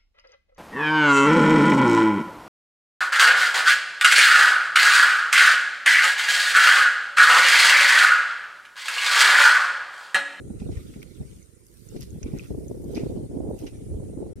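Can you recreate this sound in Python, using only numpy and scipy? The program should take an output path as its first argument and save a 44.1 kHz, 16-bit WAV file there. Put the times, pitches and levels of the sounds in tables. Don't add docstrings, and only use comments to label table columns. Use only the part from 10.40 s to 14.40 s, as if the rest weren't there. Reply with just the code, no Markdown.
import sys
import numpy as np
from scipy import signal
from scipy.fft import rfft, irfft, next_fast_len
from scipy.io import wavfile
from scipy.ndimage import uniform_filter1d, map_coordinates

SR = 44100
rng = np.random.default_rng(int(sys.argv[2]) if len(sys.argv) > 2 else 0)


def transcribe(u):
    v = np.clip(np.atleast_2d(u).T, -1, 1)
    q = np.round(v * 32767).astype(np.int16)
    wavfile.write(sys.argv[1], SR, q)


N = 176400
TIME = np.arange(N) / SR


def amp(db):
    return 10 ** (np.asarray(db) / 20)


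def unit(x):
    return x / np.sqrt(np.mean(x ** 2) + 1e-20)


def curve(rows):
    return np.interp(TIME, *np.transpose(rows))


def wobble(rate):
    return map_coordinates(rng.standard_normal(8192), [TIME * rate], mode="wrap")


def filtered(x, response):
    size = next_fast_len(N + SR // 2)
    return irfft(rfft(x, size) * response(np.fft.rfftfreq(size, 1 / SR)), size)[..., :N]


def colour(points):
    point_hz, db = np.transpose(points)
    return lambda hz: amp(np.interp(np.log(hz + 1), np.log(point_hz + 1), db))


def noise(points):
    return unit(filtered(rng.standard_normal((2, N)), colour(points)))


def patchy(x, depth_db, size=512):
    spectrum = signal.stft(x, nperseg=size)[2]
    patches = uniform_filter1d(rng.standard_normal(spectrum.shape[1:]), size=4, axis=0)
    patches = uniform_filter1d(patches, size=5, axis=1)
    return unit(signal.istft(spectrum * amp(depth_db * unit(patches)), nperseg=size)[1][:, :N])


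def banded(bands):
    def bells(f):
        return sum(amp(db) * np.exp(-((f - hz) / (2 * spread)) ** 2) for hz, spread, db in bands)
    return patchy(filtered(rng.standard_normal((2, N)), bells), depth_db=2.3)


# frequency in Hz, gain in dB.
AIR_EQ = [(30, -23), (150, -17), (370, 4), (520, -5), (750, -20.5), (1000, -20.5), (1400, -21.5),
          (1680, -19), (2150, -18), (3800, -35.5), (5500, -22), (9000, -26), (15500, -52)]

def air(level_db=-61):
    return amp(level_db) * patchy(noise(AIR_EQ), depth_db=3.0)


# time in seconds, level in dB.
DRONE_LEVEL = [(0, -70), (.6, -70), (1.1, -105), (4, -76)]
# centre in Hz, spread in Hz, gain in dB.
DRONE_TONES = [(1357, 86, 2), (1950, 88, -3), (3980, 130, -2.5)]

def drone():
    return amp(curve(DRONE_LEVEL)) * banded(DRONE_TONES)


# time in seconds, relative level in dB.
CHORUS_LEVEL = [(0, -63), (.35, -63.5), (.45, -66), (.72, -67.5), (.82, -65), (1, -64.5), (1.08, -67.5),
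                (1.7, -67), (2.7, -66), (2.85, -65), (3.65, -64), (3.8, -65), (4, -72)]
SHRILL_LEVEL = [(0, -72.5), (1.2, -76), (1.7, -69.5), (2.6, -72.5), (3.1, -71), (3.5, -68.5), (4, -75.5)]
# centre in Hz, spread in Hz, gain in dB.
CHORUS_VOICE = [(6800, 350, -2), (8800, 420, 5), (9700, 1900, -8.5), (13600, 1000, -21)]
SHRILL_VOICE = [(10210, 230, -1), (11200, 280, -9)]

def insects(trim_db=2.5):
    singers = (CHORUS_LEVEL, CHORUS_VOICE), (SHRILL_LEVEL, SHRILL_VOICE)
    return sum(amp(curve(level) + trim_db + 0.5 * wobble(40)) * banded(voice)
               for level, voice in singers)


# time in seconds, relative level in dB.
CRACKLE_LEVEL = [(0, -66), (.18, -62), (.29, -56), (.46, -53), (.81, -57.5), (.95, -55.5), (1.05, -64),
                 (1.2, -70), (1.4, -64), (1.54, -54.5), (1.79, -61), (1.9, -56.5), (2.06, -53.5),
                 (2.16, -64.5), (2.42, -67), (2.53, -54), (2.66, -51.5), (2.85, -61.5), (3.1, -64.5),
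                 (3.23, -58), (3.36, -56.5), (3.58, -64), (4, -64)]
SIZZLE_LEVEL = [(0, -88), (.3, -81), (.35, -64), (.6, -67), (1.15, -72.5), (1.38, -61), (1.8, -67),
                (2.0, -62.5), (2.35, -64), (2.58, -61.5), (2.85, -75), (3.08, -75), (3.2, -60), (3.45, -83),
                (4, -77)]
# frequency in Hz, gain in dB.
CRACKLE_EQ = [(300, 19.5), (900, -13), (1400, 3.5), (1680, -6), (2050, 0), (2600, -1.5), (3500, 1),
              (5500, 0), (8000, -4), (12500, -12.5), (15500, -11)]
SIZZLE_EQ = [(2000, -19), (5000, -4), (8000, -9.5), (11000, -5.5), (12500, 0), (14200, -10.5), (15600, -7)]

def rustle(crackle_trim_db=0.5):
    crackle = unit(patchy(noise(CRACKLE_EQ), depth_db=4.0) * amp(wobble(460)))
    sizzle = unit(patchy(noise(SIZZLE_EQ), depth_db=3.5) * amp(2.9 * wobble(400)))
    return amp(curve(CRACKLE_LEVEL) + crackle_trim_db) * crackle + amp(curve(SIZZLE_LEVEL)) * sizzle


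# start in seconds, level in dB, decay in seconds.
STALK_SNAPS = [(.628, -46, 0.0026), (1.267, -50, 0.0016), (1.608, -41.5, 0.0042), (1.632, -48, .004),
               (1.987, -48, .0016), (3.19, -46, 0.0042)]
# frequency in Hz, gain in dB.
STALK_EQ = [(1500, -43), (4000, -11), (6000, 2), (9000, -8), (12000, 2.5), (14000, -5), (15600, -22)]

def snaps():
    envelope = np.zeros(N)
    for start, db, decay in STALK_SNAPS:
        t = TIME - start
        envelope += amp(db) * (t > 0) * np.exp(-np.abs(t) / decay)
    return envelope * noise(STALK_EQ)


# start in seconds, relative level in dB, pitch in Hz, decay in seconds.
WET_TICKS = [(1.027, -46.5, 6600, 0.006), (1.488, -36.5, 6700, 0.0026), (1.608, -43, 5450, 0.0016),
             (1.705, -39.5, 6560, 0.0025), (1.83, -28.5, 6126, 0.0029), (1.987, -26, 6030, 0.00058),
             (1.995, -30, 2590, 0.0049), (2.282, -38, 6380, 0.003), (2.548, -37, 5030, 0.0051),
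             (.619, -38.5, 2300, 0.0035), (.628, -33, 2500, 0.0012)]

def ticks(rise_s=0.00015, sink_per_s=7.7, roughness=0.17, trim_db=-4):
    out = np.zeros((2, N))
    for start, db, hz, decay in WET_TICKS:
        t = np.clip(TIME - start, 0, 20 * decay)
        jitter = np.array([wobble(roughness * hz), wobble(roughness * hz)])
        phase = 2 * np.pi * hz * t * (1 - sink_per_s * t / 2) + jitter
        envelope = (1 - np.exp(-t / rise_s)) * np.exp(-t / decay)
        out += amp(db + trim_db) * envelope * np.sin(phase)
    return out


# peak time in seconds, level in dB, rise in seconds, fall in seconds,
# spray against mud in dB.
MUD_SQUELCHES = [(0.202, -58, 0.0087, 0.023, -0.5), (0.319, -56.5, 0.0053, 0.047, -9),
                 (0.371, -55.5, 0.0074, 0.024, -13), (.54, -53.5, 0.0035, 0.016, -18),
                 (0.629, -45.5, 0.001, 0.005, -15), (1.566, -58.5, 0.0068, 0.0094, 5),
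                 (1.62, -56.5, 0.0097, 0.02, 9), (1.831, -50, 0.0029, 0.0065, -12),
                 (1.869, -54, 0.0086, 0.032, -16), (1.989, -53.5, 0.022, 0.02, -27),
                 (2.037, -56.5, 0.015, 0.031, -12), (2.55, -63.5, 0.001, 0.024, 16),
                 (2.566, -43, 0.0038, 0.033, -11.5), (3.194, -57.5, 0.008, 0.044, -0.5),
                 (3.269, -45, 0.0027, 0.011, -2.5)]
# frequency in Hz, gain in dB.
MUD_EQ = [(300, -29), (900, -8.5), (1400, -0.5), (1680, -5), (1960, 4), (2200, 3.5), (2550, 4),
          (3000, -3.5), (4200, -10.5), (6000, -11.5), (9000, -23.5), (16000, -57)]
SPRAY_EQ = [(1500, -16), (3500, -5.5), (5200, -1.5), (6500, -4.5), (7800, -22), (12000, -13), (15500, -38)]

def squelches():
    mud_envelope, spray_envelope = np.zeros((2, N))
    for peak, db, rise, fall, spray_db in MUD_SQUELCHES:
        t = TIME - peak
        burst = amp(db) * np.exp(-np.maximum(-t / rise, t / fall))
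        mud_envelope += burst
        spray_envelope += amp(spray_db) * burst
    mud = unit(patchy(noise(MUD_EQ), depth_db=4.0) * amp(2.7 * wobble(350)))
    spray = unit(noise(SPRAY_EQ) * amp(3.2 * wobble(600)))
    return mud_envelope * mud + spray_envelope * spray


def from_right(x, lead_s=0.000366, spread=0.71, right_db=1.5):
    direct, scattered = x
    pair = np.array([direct + spread * scattered, direct - spread * scattered]) / np.hypot(1, spread)
    shifted = filtered(pair, lambda hz: np.exp(np.outer([-1, 1], 1j * np.pi * hz * lead_s)))
    return shifted * amp([[0], [right_db]])


def turbulence(points, lump_db=8.5, lumps_per_s=90, window=1500):
    lumpy = noise(points) * amp(lump_db * np.array([wobble(lumps_per_s), wobble(lumps_per_s)]))
    power = uniform_filter1d(uniform_filter1d(lumpy ** 2, window), window // 2)
    levelled = lumpy / np.sqrt(np.abs(power) + 1e-9)
    return unit(filtered(levelled, colour([(8, -30), (25, 1), (900, 0.5), (2000, -10)])))


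# centre in seconds, depth in dB.
FLOW_LULLS = [(.191, 7.5), (0.547, 12), (1.658, 7), (1.804, 7), (2.077, 7.5), (2.881, 9), (3.187, 8),
              (3.301, 6.5)]

def lull_db(width_s=0.016):
    return sum(db * np.exp(-((TIME - centre) / width_s) ** 2) for centre, db in FLOW_LULLS)


# time in seconds, level before lulls in dB.
RASP_LEVEL = [(2.3, -88), (2.55, -53.5), (2.85, -60), (2.97, -50.5), (3.12, -45), (3.33, -60), (3.68, -74),
              (3.82, -53), (3.93, -71)]
# frequency in Hz, gain in dB.
RASP_EQ = [(250, -17), (560, 2.5), (780, -5), (1100, -22.5), (2000, -58)]

def rasp():
    return amp(curve(RASP_LEVEL) - lull_db()) * turbulence(RASP_EQ)


# peak time in seconds, relative level in dB,
# half-length in seconds, pitch in Hz, left over right in dB.
EDDY_THUMPS = [(0.108, -27, 0.0067, 216, -5), (.221, -24.5, 0.0079, 204.6, -2.5),
               (0.265, -25.5, 0.0028, 223, 0), (.293, -23, 0.0046, 279, -1), (.305, -25, .007, 89, -1),
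               (0.376, -23, 0.0072, 76.4, 4), (0.564, -28.5, 0.0037, 193, -3), (.812, -24, 0.0087, 138, -2),
               (1.564, -28, 0.0035, 294, -4), (1.759, -29.5, 0.0068, 147, -7),
               (1.848, -25.5, 0.0076, 84, -2), (1.864, -20.5, 0.0035, 257.6, -5.5),
               (1.938, -18, 0.0035, 186, -7.5), (1.951, -25.5, 0.00645, 264, 1),
               (1.964, -35, 0.006, 117, 9), (2.108, -18, 0.0022, 166, -5),
               (2.183, -22.5, 0.0034, 259, -6.5), (2.315, -21.5, 0.00364, 398, -0.5),
               (2.461, -25.5, 0.0039, 197, -1), (2.578, -18, .005, 294, 4), (2.637, -17.5, 0.0034, 217, 0),
               (2.665, -19.5, 0.0013, 181, 11), (2.776, -20.5, 0.0051, 254, -5.5),
               (2.845, -29, 0.0062, 116, 10), (2.972, -22.5, 0.0079, 262, -10),
               (3.006, -20, 0.0034, 290, -14), (3.09, -18, 0.0033, 220, 1), (3.112, -22, .004, 450, -0.5),
               (3.242, -24.5, .008, 295, -6), (3.519, -27.5, 0.014, 61.6, 0), (3.558, -21, 0.006, 80, -1),
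               (3.605, -25.5, 0.0035, 137, -2), (3.775, -21.5, 0.0033, 279, 2),
               (3.806, -21.5, 0.0023, 314, 1), (3.83, -25, 0.0061, 364, -0.5)]

def thumps(roughness=0.9, steepness=1.87, rasp_db=-17, rasp_reference_hz=388):
    push, tear = np.zeros((2, 2, N))
    for peak, db, half_length, hz, left_db in EDDY_THUMPS:
        span = np.abs(TIME - peak) < 5 * half_length
        t = TIME[span] - peak
        cycles = (t - t[0]) * hz
        drift = [map_coordinates(knots, [cycles], mode="wrap") for knots in rng.standard_normal((2, 64))]
        phase = 2 * np.pi * hz * t + roughness * np.array(drift) + rng.uniform(0, 2 * np.pi)
        pan = unit(amp([[left_db], [0]]))
        swell = pan * amp(db) * np.exp(-np.abs(t / half_length) ** steepness)
        push[:, span] += swell * np.sin(phase)
        tear[:, span] += amp(rasp_db) * swell * hz / rasp_reference_hz
    thud = filtered(push, colour([(20, -14), (45, 2), (1000, -3.5), (2000, -30)]))
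    return thud + tear * noise(RASP_EQ)


# time in seconds, offset in dB.
FLUTTER_OFFSET = [(0, -5.5), (.15, -12), (.3, -21), (.4, -14.5), (.6, -7), (.82, -12), (1.2, -29),
                  (1.45, -16), (1.55, -4), (1.65, -21), (1.87, -9), (2.1, -10.5), (2.3, -4.5), (2.6, -6),
                  (2.85, -7.5), (3.13, -7.5), (3.26, -2.5), (3.42, -14), (3.6, -9.5), (3.72, -9.5),
                  (3.83, -1), (4, -13.5)]
# frequency in Hz, gain in dB.
FLUTTER_EQ = [(60, -51), (170, -14), (280, 3.5), (420, 3), (520, -5), (650, -14), (800, -22.5),
              (1100, -33.5), (1700, -40), (4000, -71)]

def flutter(port_db, expansion=1.887):
    expanded_db = port_db.mean() + expansion * (port_db - port_db.mean())
    return amp(expanded_db + curve(FLUTTER_OFFSET)) * turbulence(FLUTTER_EQ)


# time in seconds, level before lulls in dB.
LEFT_GUSTS = [(0, -41), (.19, -37), (.36, -34.5), (.43, -45), (.57, -38.5), (.73, -67), (.81, -36.5),
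              (.88, -41), (.96, -42.5), (1.03, -70), (1.44, -69), (1.55, -36), (1.65, -38), (1.97, -35.5),
              (2.06, -43.5), (2.11, -31.5), (2.26, -40), (2.63, -34.5), (2.9, -36), (3.12, -34.5),
              (3.3, -40.5), (3.38, -38.5), (3.55, -37), (4, -38.5)]
RIGHT_GUSTS = [(0, -41), (.18, -34.5), (.28, -30.5), (.42, -40), (.6, -42), (.76, -42.5), (.82, -38),
               (.88, -49.5), (.98, -46.5), (1.28, -54.5), (1.5, -41.5), (1.65, -38.5), (1.96, -37),
               (2.04, -40.5), (2.13, -36), (2.38, -39), (2.62, -32), (2.88, -36), (3.12, -33), (3.18, -39),
               (3.44, -39.5), (3.52, -34), (3.7, -36.5), (3.82, -37.5), (4, -41.5)]

def gust_db():
    return np.array([curve(LEFT_GUSTS), curve(RIGHT_GUSTS)]) - lull_db()


# frequency in Hz, gain in dB.
RUMBLE_EQ = [(12, -31), (25, -32), (40, -5), (62, 0.5), (110, -2), (200, -7.5), (300, -11.5), (450, -15.5),
             (800, -74), (2000, -110)]

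def rumble(port_db):
    return amp(port_db) * turbulence(RUMBLE_EQ, lump_db=7, lumps_per_s=70)


def scene():
    ground = from_right(squelches() + ticks() + snaps() + rustle())
    port_db = gust_db()
    wind = rumble(port_db) + rasp() + flutter(port_db) + thumps()
    return wind + ground + insects() + air() + drone()


DROPOUT_START_S, DROPOUT_END_S, TOP_HZ = 3.933, 3.957, 15600

def record(dry):
    audible = (TIME < DROPOUT_START_S) | (TIME > DROPOUT_END_S)
    gate = uniform_filter1d(1.0 * audible, size=128)
    return filtered(dry * gate, lambda hz: hz < TOP_HZ)


dry = scene()
out = record(dry)
transcribe(out)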